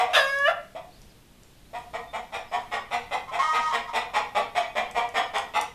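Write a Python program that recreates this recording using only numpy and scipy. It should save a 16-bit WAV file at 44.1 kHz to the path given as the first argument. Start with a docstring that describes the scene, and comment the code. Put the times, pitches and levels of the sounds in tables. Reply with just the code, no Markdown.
"""Hens in a concrete-block shed, each voice a vibrating syrinx ringing through throat and beak.
One clucks, then lets out a long squawk that starts harsh, clears and cracks upward at its end.
After a lull with one more cluck, she scolds from 1.7 s: five hoarse clucks a second, louder later on.
At 3.4 s a second hen joins with a short, level wail. All along the walls answer, grit ticks now and
then, and a few distant songbirds chirp over a faint outdoor hush."""
import sys
import numpy as np
from scipy import signal
from scipy.fft import rfft, irfft, next_fast_len
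from scipy.io import wavfile
from scipy.ndimage import uniform_filter1d, map_coordinates

SR = 44100
rng = np.random.default_rng(int(sys.argv[2]) if len(sys.argv) > 2 else 0)


def store_wav(level_fs):
    """Save 16-bit WAV to argv[1]."""
    pcm = np.round(np.clip(np.atleast_2d(level_fs), -1, 1) * 32767)
    wavfile.write(sys.argv[1], SR, pcm.T.astype(np.int16))


N = 253134
TOP_HZ = 14200

SQUAWK_S, PUSH_S, CRACK_S, SQUAWK_END_S = .132, .452, .477, 0.52
NOTE_HZ, NOTE_RISE_HZ_PER_S, NOTE_DB = 532.5, 108, -27.5
BURST_PEAK_S, BURST_HZ, BURST_DB = .031, 75.5, 11  # opening burst: time to peak, added pitch and level
PUSH_RISE_S, PUSH_HZ, PUSH_DB, PUSH_OPEN_DB = 0.0098, 24.2, 7, 2.5  # second push and what it adds
CRACKED_HZ, CRACKED_DB = 690, 1.5  # the crack: landing pitch, added level
BEAK_OPEN_DB, BEAK_CLOSE_DB_PER_S, BEAK_SHUT_DB = 2, 138, -22.5  # the mids dull as the beak closes
RASP_DB, RASP_FADE_DB_PER_S = -12.5, 44
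# throat resonances that colour the squawk: f/Hz, width/Hz, level/dB
SQUAWK_FORMANTS = [(640, 162, 7), (1215, 570, -3.5), (1704, 235, 2.5), (2430, 350, -18), (2730, 500, -7.5),
                   (3410, 320, -6), (3720, 380, -8), (4920, 210, -13.5), (6100, 2100, -27.5),
                   (8800, 1000, -34.5), (11100, 2100, -30.5)]


def squawk(bounce_s=(.0019, .0027), attack_s=0.00058, release_s=0.014, snap_s=0.0048):
    """A harsh burst settles on a clean note, which rises and cracks upward under a second push."""
    t = np.arange(SQUAWK_S, SQUAWK_END_S + .05, 1 / SR)
    age = t - SQUAWK_S
    burst = (age / BURST_PEAK_S * np.exp(1 - age / BURST_PEAK_S)) ** 1.577
    harsh = 1 - after(age, .064, 0.0194)  # the membranes flap chaotically, then lock
    push, cracked = after(t, PUSH_S, PUSH_RISE_S), after(t, CRACK_S, snap_s)
    note = NOTE_HZ + NOTE_RISE_HZ_PER_S * age + BURST_HZ * burst * harsh + PUSH_HZ * push ** 2
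    pitch = (note + (CRACKED_HZ - note) * cracked) * (1 + .0015 * wobble(len(t), 50))
    rough = np.clip(.022 + 0.86 * harsh + .38 * cracked, 0, 1) ** 1.5
    gate = (1 - np.exp(-age / attack_s)) * (1 - after(t, SQUAWK_END_S, release_s))
    level = amp(NOTE_DB + BURST_DB * burst + PUSH_DB * push + CRACKED_DB * cracked) * gate
    open_db = np.maximum(BEAK_OPEN_DB - BEAK_CLOSE_DB_PER_S * age, BEAK_SHUT_DB) + PUSH_OPEN_DB * push
    call = resonate(syrinx(pitch, rough, jitter=0.053), SQUAWK_FORMANTS, low_hz=525)
    overtones = filtered(call, lambda hz: above(hz, 2900, order=4))
    # the beak rings as it opens for the second push
    ring = amp(-10) * unit(resonate(overtones, [(2913, 250, 0)])) * push * (1 - cracked)
    # the floor bounce shifts as she moves her head, so single overtones swell and fade
    samples = np.arange(len(call))
    bounce = np.interp(samples - np.linspace(*bounce_s, len(call)) * SR, samples, overtones)
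    body, bright, top = map(unit, registers(call + .6 * bounce, 2450, 4500))
    rasp = amp(RASP_DB - RASP_FADE_DB_PER_S * age) * top
    out = np.zeros(N)
    add(out, SQUAWK_S, level * (body + ring + amp(open_db) * bright + rasp))
    return out


# cluck cues, one push of air each: t/s, level/dB, beak opening/dB, length/s
CLUCK_CUES = [(-0.018, -18.5, -1, 0.034), (0.078, -36, -7.5, 0.06), (0.75, -28, -6, 0.022),
              (1.732, -30.5, -4.5, .035), (1.934, -27.5, 0, 0.028), (2.131, -28, -2.5, 0.035),
              (2.321, -34, 1, 0.051), (2.514, -30, -1.5, 0.051), (2.713, -29.5, 2.5, .043),
              (2.908, -31, 2.5, 0.05), (3.11, -28, 1, 0.041), (3.313, -32, -0.5, 0.06),
              (3.527, -29, 3, 0.045), (3.726, -23, 5, 0.03), (3.932, -26, 2.5, 0.049),
              (4.135, -24, 2.5, 0.042), (4.349, -21, 0, 0.035), (4.55, -23, 1.5, 0.04),
              (4.753, -22, 0.5, 0.036), (4.947, -27, 0, 0.05), (5.141, -24.5, 1, 0.052),
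              (5.336, -22.5, 0.5, 0.037), (5.538, -25, 2.5, 0.041)]


def clucking(hoarsest=0.551, hoarsen_s=1.51):
    """The first clucks are clear-toned; the scolding after the squawk grows hoarse."""
    out = np.zeros(N)
    for s, db, open_db, length in CLUCK_CUES:
        rough = hoarsest * (1 - np.exp(-max(s, 0) / hoarsen_s))
        add(out, s, amp(db) * cluck(open_db, rough, length))
    return out


# throat resonances that colour a cluck: f/Hz, width/Hz, level/dB
CLUCK_FORMANTS = [(245, 98, -10), (504, 170, -8), (792, 188, 3), (990, 200, -21), (1167, 420, -5),
                  (1955, 166, -2), (2390, 308, -6.5), (3383, 920, -13), (5365, 570, -22.5),
                  (6810, 220, -23), (8060, 1470, -28), (11500, 2600, -39)]


def cluck(open_db, rough, length, base_hz=235.54, swell_s=0.032, fade_s=0.0094):
    """One push of air: the pitch scoops up as it swells, and the top closes first."""
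    t = np.arange(int(.14 * SR)) / SR
    effort = (0.39 + 0.77 * np.minimum(t / swell_s, 1) ** 1.6) / (1 + np.exp((t - length) / fade_s))
    note_hz = base_hz * (1 + 0.0139 * rng.standard_normal())
    scoop = 1.12 - .3 * np.exp(-t / .028) - 0.798 * t
    pitch = note_hz * (scoop + 0.0603 * rough * wobble(len(t), 59.4))
    stretch = 1 + 0.024 * rng.standard_normal()  # the neck is held differently each time
    throat = [(centre * stretch, width, db) for centre, width, db in CLUCK_FORMANTS]
    voice = resonate(syrinx(pitch, rough, jitter=0.0533), throat)
    body, bright, top = registers(unit(early_echoes(voice, share=0.8)), 1420, 4270)
    # the third harmonic sings on the main resonance, most in a clear voice with the beak nearly shut
    core_hz = 3 * pitch * (1 + 0.032 * wobble(len(t), 111))
    core = amp(2 - 7 * rough - 1.56 * open_db) * np.sin(2 * np.pi * np.cumsum(core_hz) / SR)
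    upper = amp(1) * effort ** 0.33 * bright + amp(0.2) * effort ** .5 * top
    return effort * (unit(body + core) + amp(open_db) * upper)


WAIL_S, FLIP_UP_S, FLIP_DOWN_S, WAIL_END_S = 3.388, 3.418, 3.715, 3.735
WAIL_LOW_HZ, WAIL_HELD_HZ = 270.8, 313.8
WAIL_DB, WAIL_ACCENT_DB, WAIL_SETTLE_S = -27, 5.5, 0.059  # held level, opening accent and its decay
# soft notes either side of the wail: t/s, f/Hz, level/dB, length/s
MURMUR_CUES = [(3.268, 261.8, -36.5, 0.053), (3.865, 236, -35.5, 0.059)]


def wail(attack_s=0.0028, release_s=0.024, snap_s=0.0073):
    """Between two murmurs, the second hen flips up to a level note and back, rough at each flip."""
    t = np.arange(WAIL_S, WAIL_END_S + .03, 1 / SR)
    age = t - WAIL_S
    held = after(t, FLIP_UP_S, snap_s) - after(t, FLIP_DOWN_S, snap_s)
    flipping = sum(np.exp(-((t - s) / 0.032) ** 2) for s in (FLIP_UP_S, FLIP_DOWN_S))
    pitch = WAIL_LOW_HZ + (WAIL_HELD_HZ - WAIL_LOW_HZ) * held
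    voice = second_voice(pitch, rough=0.0026 + 0.19 * flipping)
    gate = (1 - np.exp(-age / attack_s)) * (1 - after(t, WAIL_END_S, release_s))
    level = amp(WAIL_DB + WAIL_ACCENT_DB * np.exp(-age / WAIL_SETTLE_S)) * gate
    out = np.zeros(N)
    add(out, WAIL_S, level * voice)
    for s, pitch_hz, db, length in MURMUR_CUES:
        n = int(length * SR)
        add(out, s, amp(db) * np.hanning(n) * second_voice(np.full(n, pitch_hz), rough=0.62))
    return out


# the second hen's throat resonances: f/Hz, width/Hz, level/dB
WAIL_FORMANTS = [(650, 170, -21), (1024, 130, 7.5), (1261, 53, 0.5), (1830, 240, -17.5), (2155, 48, -12),
                 (3150, 490, -22.5), (3970, 290, -29), (5270, 1500, -33.5), (7150, 4100, -40)]


def second_voice(pitch, rough, rasp_db=-14.5, waver=0.0055):
    """A wavering low voice; on the held note, harmonics three and four sit by the main resonances."""
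    pitch = pitch * (1 + waver * wobble(len(pitch), 57.5))
    voice = resonate(syrinx(pitch, rough, jitter=0.022), WAIL_FORMANTS, low_hz=656)
    call = steady(early_echoes(voice, share=0.48))
    # hoarse overtones: the membranes flutter from cycle to cycle
    overtones = filtered(call, lambda hz: above(hz, 1820))
    flutter = unit(amp(-wobble(len(call), 250)))
    return call - overtones + amp(rasp_db) * unit(overtones) * flutter


def syrinx(pitch, rough, jitter):
    """Vibrating membranes buzz; roughness (0-1) shakes their pulses and turns them into puffs of air."""
    n, rough = len(pitch), np.clip(rough, .001, 1)
    phase = 2 * np.pi * np.cumsum(pitch * (1 + jitter * np.sqrt(rough) * wobble(n, 350))) / SR
    harmonics = int(TOP_HZ / np.mean(pitch))
    pulses = unit(np.sin((harmonics + .5) * phase) / np.sin(phase / 2) - 1)  # all equally strong
    puffs = unit(rng.standard_normal(n) * np.exp(0.5 * np.cos(phase)))
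    return np.sqrt(1 - rough) * pulses + np.sqrt(rough) * puffs


def early_echoes(x, share, latest_s=.016, count=7):
    """The floor, lumber and tools around a bird add a few quick reflections to her voice."""
    echoes = np.zeros(SR // 20)
    lags = (rng.uniform(.001, latest_s, count) * SR).astype(int)
    echoes[lags] = share * rng.choice([-1, 1], count) / np.sqrt(count)
    return x + signal.fftconvolve(x, echoes)[:len(x)]


# reverb decay of the block walls: f/Hz, t60/s
WALL_DECAY = [(200, 0.54), (800, 0.34), (2500, 0.4), (6000, 0.33), (12000, 0.18)]
# standing waves between them: f/Hz, width/Hz, level/dB
STANDING_WAVES = [(485, 270, -21), (710, 170, -16), (978, 190, -2)]


def shed(x, predelay_s=.006):
    """The walls' diffuse tail shifts as the birds move; a few standing waves ring on."""
    out, step = np.zeros(N), SR // 3
    for start in range(0, N, step):  # crossfade into a fresh tail at each step
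        hz, t, noise = signal.stft(rng.standard_normal(SR // 2), SR, nperseg=256)
        decay = amp(-60 * t / along(WALL_DECAY, hz)[:, None])
        tail = signal.istft(noise * decay, SR, nperseg=256)[1]
        crossfade = np.sin(np.linspace(0, np.pi, 2 * step))
        part = np.pad(x, (step, 2 * step))[start:start + 2 * step] * crossfade
        add(out, (start - step) / SR + predelay_s, signal.fftconvolve(part, tail / np.linalg.norm(tail)))

    def ring(hz):
        return sum(amp(db) * 1j * hz * width / (centre ** 2 - hz ** 2 + 1j * hz * width)
                   for centre, width, db in STANDING_WAVES)
    return filtered(out, lambda hz: 1 + ring(hz))


# dry ticks of grit on the floor: t/s, peak level/dB
TICK_CUES = [(0.387, -30.5), (1.017, -42.5), (1.4337, -43.5), (1.7854, -42), (4.912, -33.5), (5.09, -38.5),
             (5.383, -25.5), (5.6125, -20.5)]
# resonances of a grain: f/Hz, width/Hz, level/dB
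GRIT_MODES = [(5650, 3600, 2.5), (9600, 5100, -11.5)]


def grit_ticks(t60_s=0.013):
    """Each grain of grit gives one short, thin crack."""
    out, t = np.zeros(N), np.arange(SR // 20) / SR
    for s, db in TICK_CUES:
        crack = resonate(rng.standard_normal(len(t)) * amp(-60 * t / t60_s), GRIT_MODES, low_hz=5000)
        add(out, s, amp(db) * crack / np.abs(crack).max())
    return out


# songbird chirps: t/s, length/s, start f/Hz, end f/Hz, level/dB
CHIRP_CUES = [(.88, 0.14, 3820, 4740, -58.5), (1.08, 0.053, 5130, 4300, -61),
              (1.633, 0.061, 3800, 4070, -64), (2.063, 0.078, 3550, 3620, -50.5),
              (2.464, 0.067, 5400, 4930, -59)]


def songbirds():
    """Thin, warbling glides from far away."""
    out = np.zeros(N)
    for s, length, start_hz, end_hz, db in CHIRP_CUES:
        n = int(length * SR)
        hz = np.linspace(start_hz, end_hz, n) + 0.39 * (end_hz - start_hz) * wobble(n, 270)
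        add(out, s, amp(db) * np.hanning(n) * np.sin(2 * np.pi * np.cumsum(hz) / SR))
    return out


# tone of the outdoor air: f/Hz, relative level/dB
AIR_SPECTRUM = [(25, 3.5), (85, -2), (180, -4), (350, -10.5), (700, -16), (1400, -21), (3500, -21),
                (6000, -26.5), (13500, -29.5)]


def hush(level_db=-53):
    """A bed of outdoor air with a gently stirring level."""
    air = unit(filtered(rng.standard_normal(N), lambda hz: amp(along(AIR_SPECTRUM, hz))))
    stir = amp(.9 * wobble(N, 6))
    return air * stir * amp(level_db)


def resonate(x, modes, low_hz=330):
    """x through resonances that ring only after they are struck; a small body radiates no bass."""
    size = 4096
    hz = np.fft.rfftfreq(size, 1 / SR)
    gain = sum(amp(db) / (1 + (2 * (hz - centre) / width) ** 2) for centre, width, db in modes)
    cepstrum = irfft(np.log(gain * above(hz, low_hz, order=3) + 1e-6))
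    cepstrum[1:size // 2] *= 2  # fold to minimum phase: no pre-ring
    cepstrum[size // 2 + 1:] = 0
    return signal.fftconvolve(x, irfft(np.exp(rfft(cepstrum))))[:len(x)]


def registers(x, low_hz, high_hz):
    """Split a call into body, bright mids and rasping top."""
    upper = filtered(x, lambda hz: above(hz, low_hz))
    top = filtered(x, lambda hz: above(hz, high_hz))
    return x - upper, upper - top, top


def filtered(x, response):
    """x through an EQ curve."""
    m = next_fast_len(len(x) + 8192)
    return irfft(rfft(x, m) * response(np.fft.rfftfreq(m, 1 / SR)), m)[:len(x)]


def above(hz, edge_hz, order=16):
    """The gain of a high-pass."""
    return 1 - 1 / (1 + (hz / edge_hz) ** order)


def along(points, hz):
    """(f/Hz, value) points read on a log axis."""
    f, v = np.transpose(points)
    return np.interp(np.log(hz + 1), np.log(f + 1), v)


def after(t, s, width):
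    """A smooth switch from 0 to 1 at time s."""
    return .5 + .5 * np.tanh((t - s) / width)


def wobble(n, rate):
    """A smooth random curve of n samples, rate knots a second."""
    return map_coordinates(rng.standard_normal(int(n * rate / SR) + 4), [np.arange(n) * rate / SR])


def steady(x, window_s=.03):
    """x held at rms 1 throughout, so that the hen's effort alone sets its level."""
    return x / np.sqrt(np.abs(uniform_filter1d(x ** 2, int(window_s * SR))) + 1e-12)


def unit(x):
    """x at rms 1."""
    return x / np.sqrt(np.mean(x ** 2) + 1e-20)


def amp(db):
    """Decibels to gain."""
    return 10 ** (np.asarray(db) / 20)


def add(track, s, x):
    """Mix x into the track from time s."""
    start = round(s * SR)
    part = x[max(-start, 0):N - start]
    track[max(start, 0):][:len(part)] += part


def scene():
    """The clucking hen is deep in the shed and sounds wettest; the songbirds outside stay dry."""
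    clucks, long_call, answer, grit = clucking(), squawk(), wail(), grit_ticks()
    # the squawk's treble is beamed straight out of the beak, so mostly its body reaches the walls
    spill = amp(-7) * filtered(long_call, lambda hz: 1 - .6 * above(hz, 3000, order=4))
    walls = shed(amp(-1.0) * clucks + spill + amp(-4.5) * (answer + grit))
    return (clucks + long_call + answer + grit + walls + songbirds() + hush())[None]


def record(dry):
    """A brick-wall high cut on the whole mix."""
    return filtered(dry[0], lambda hz: hz < TOP_HZ)[None]


dry = scene()
out = record(dry)
store_wav(out)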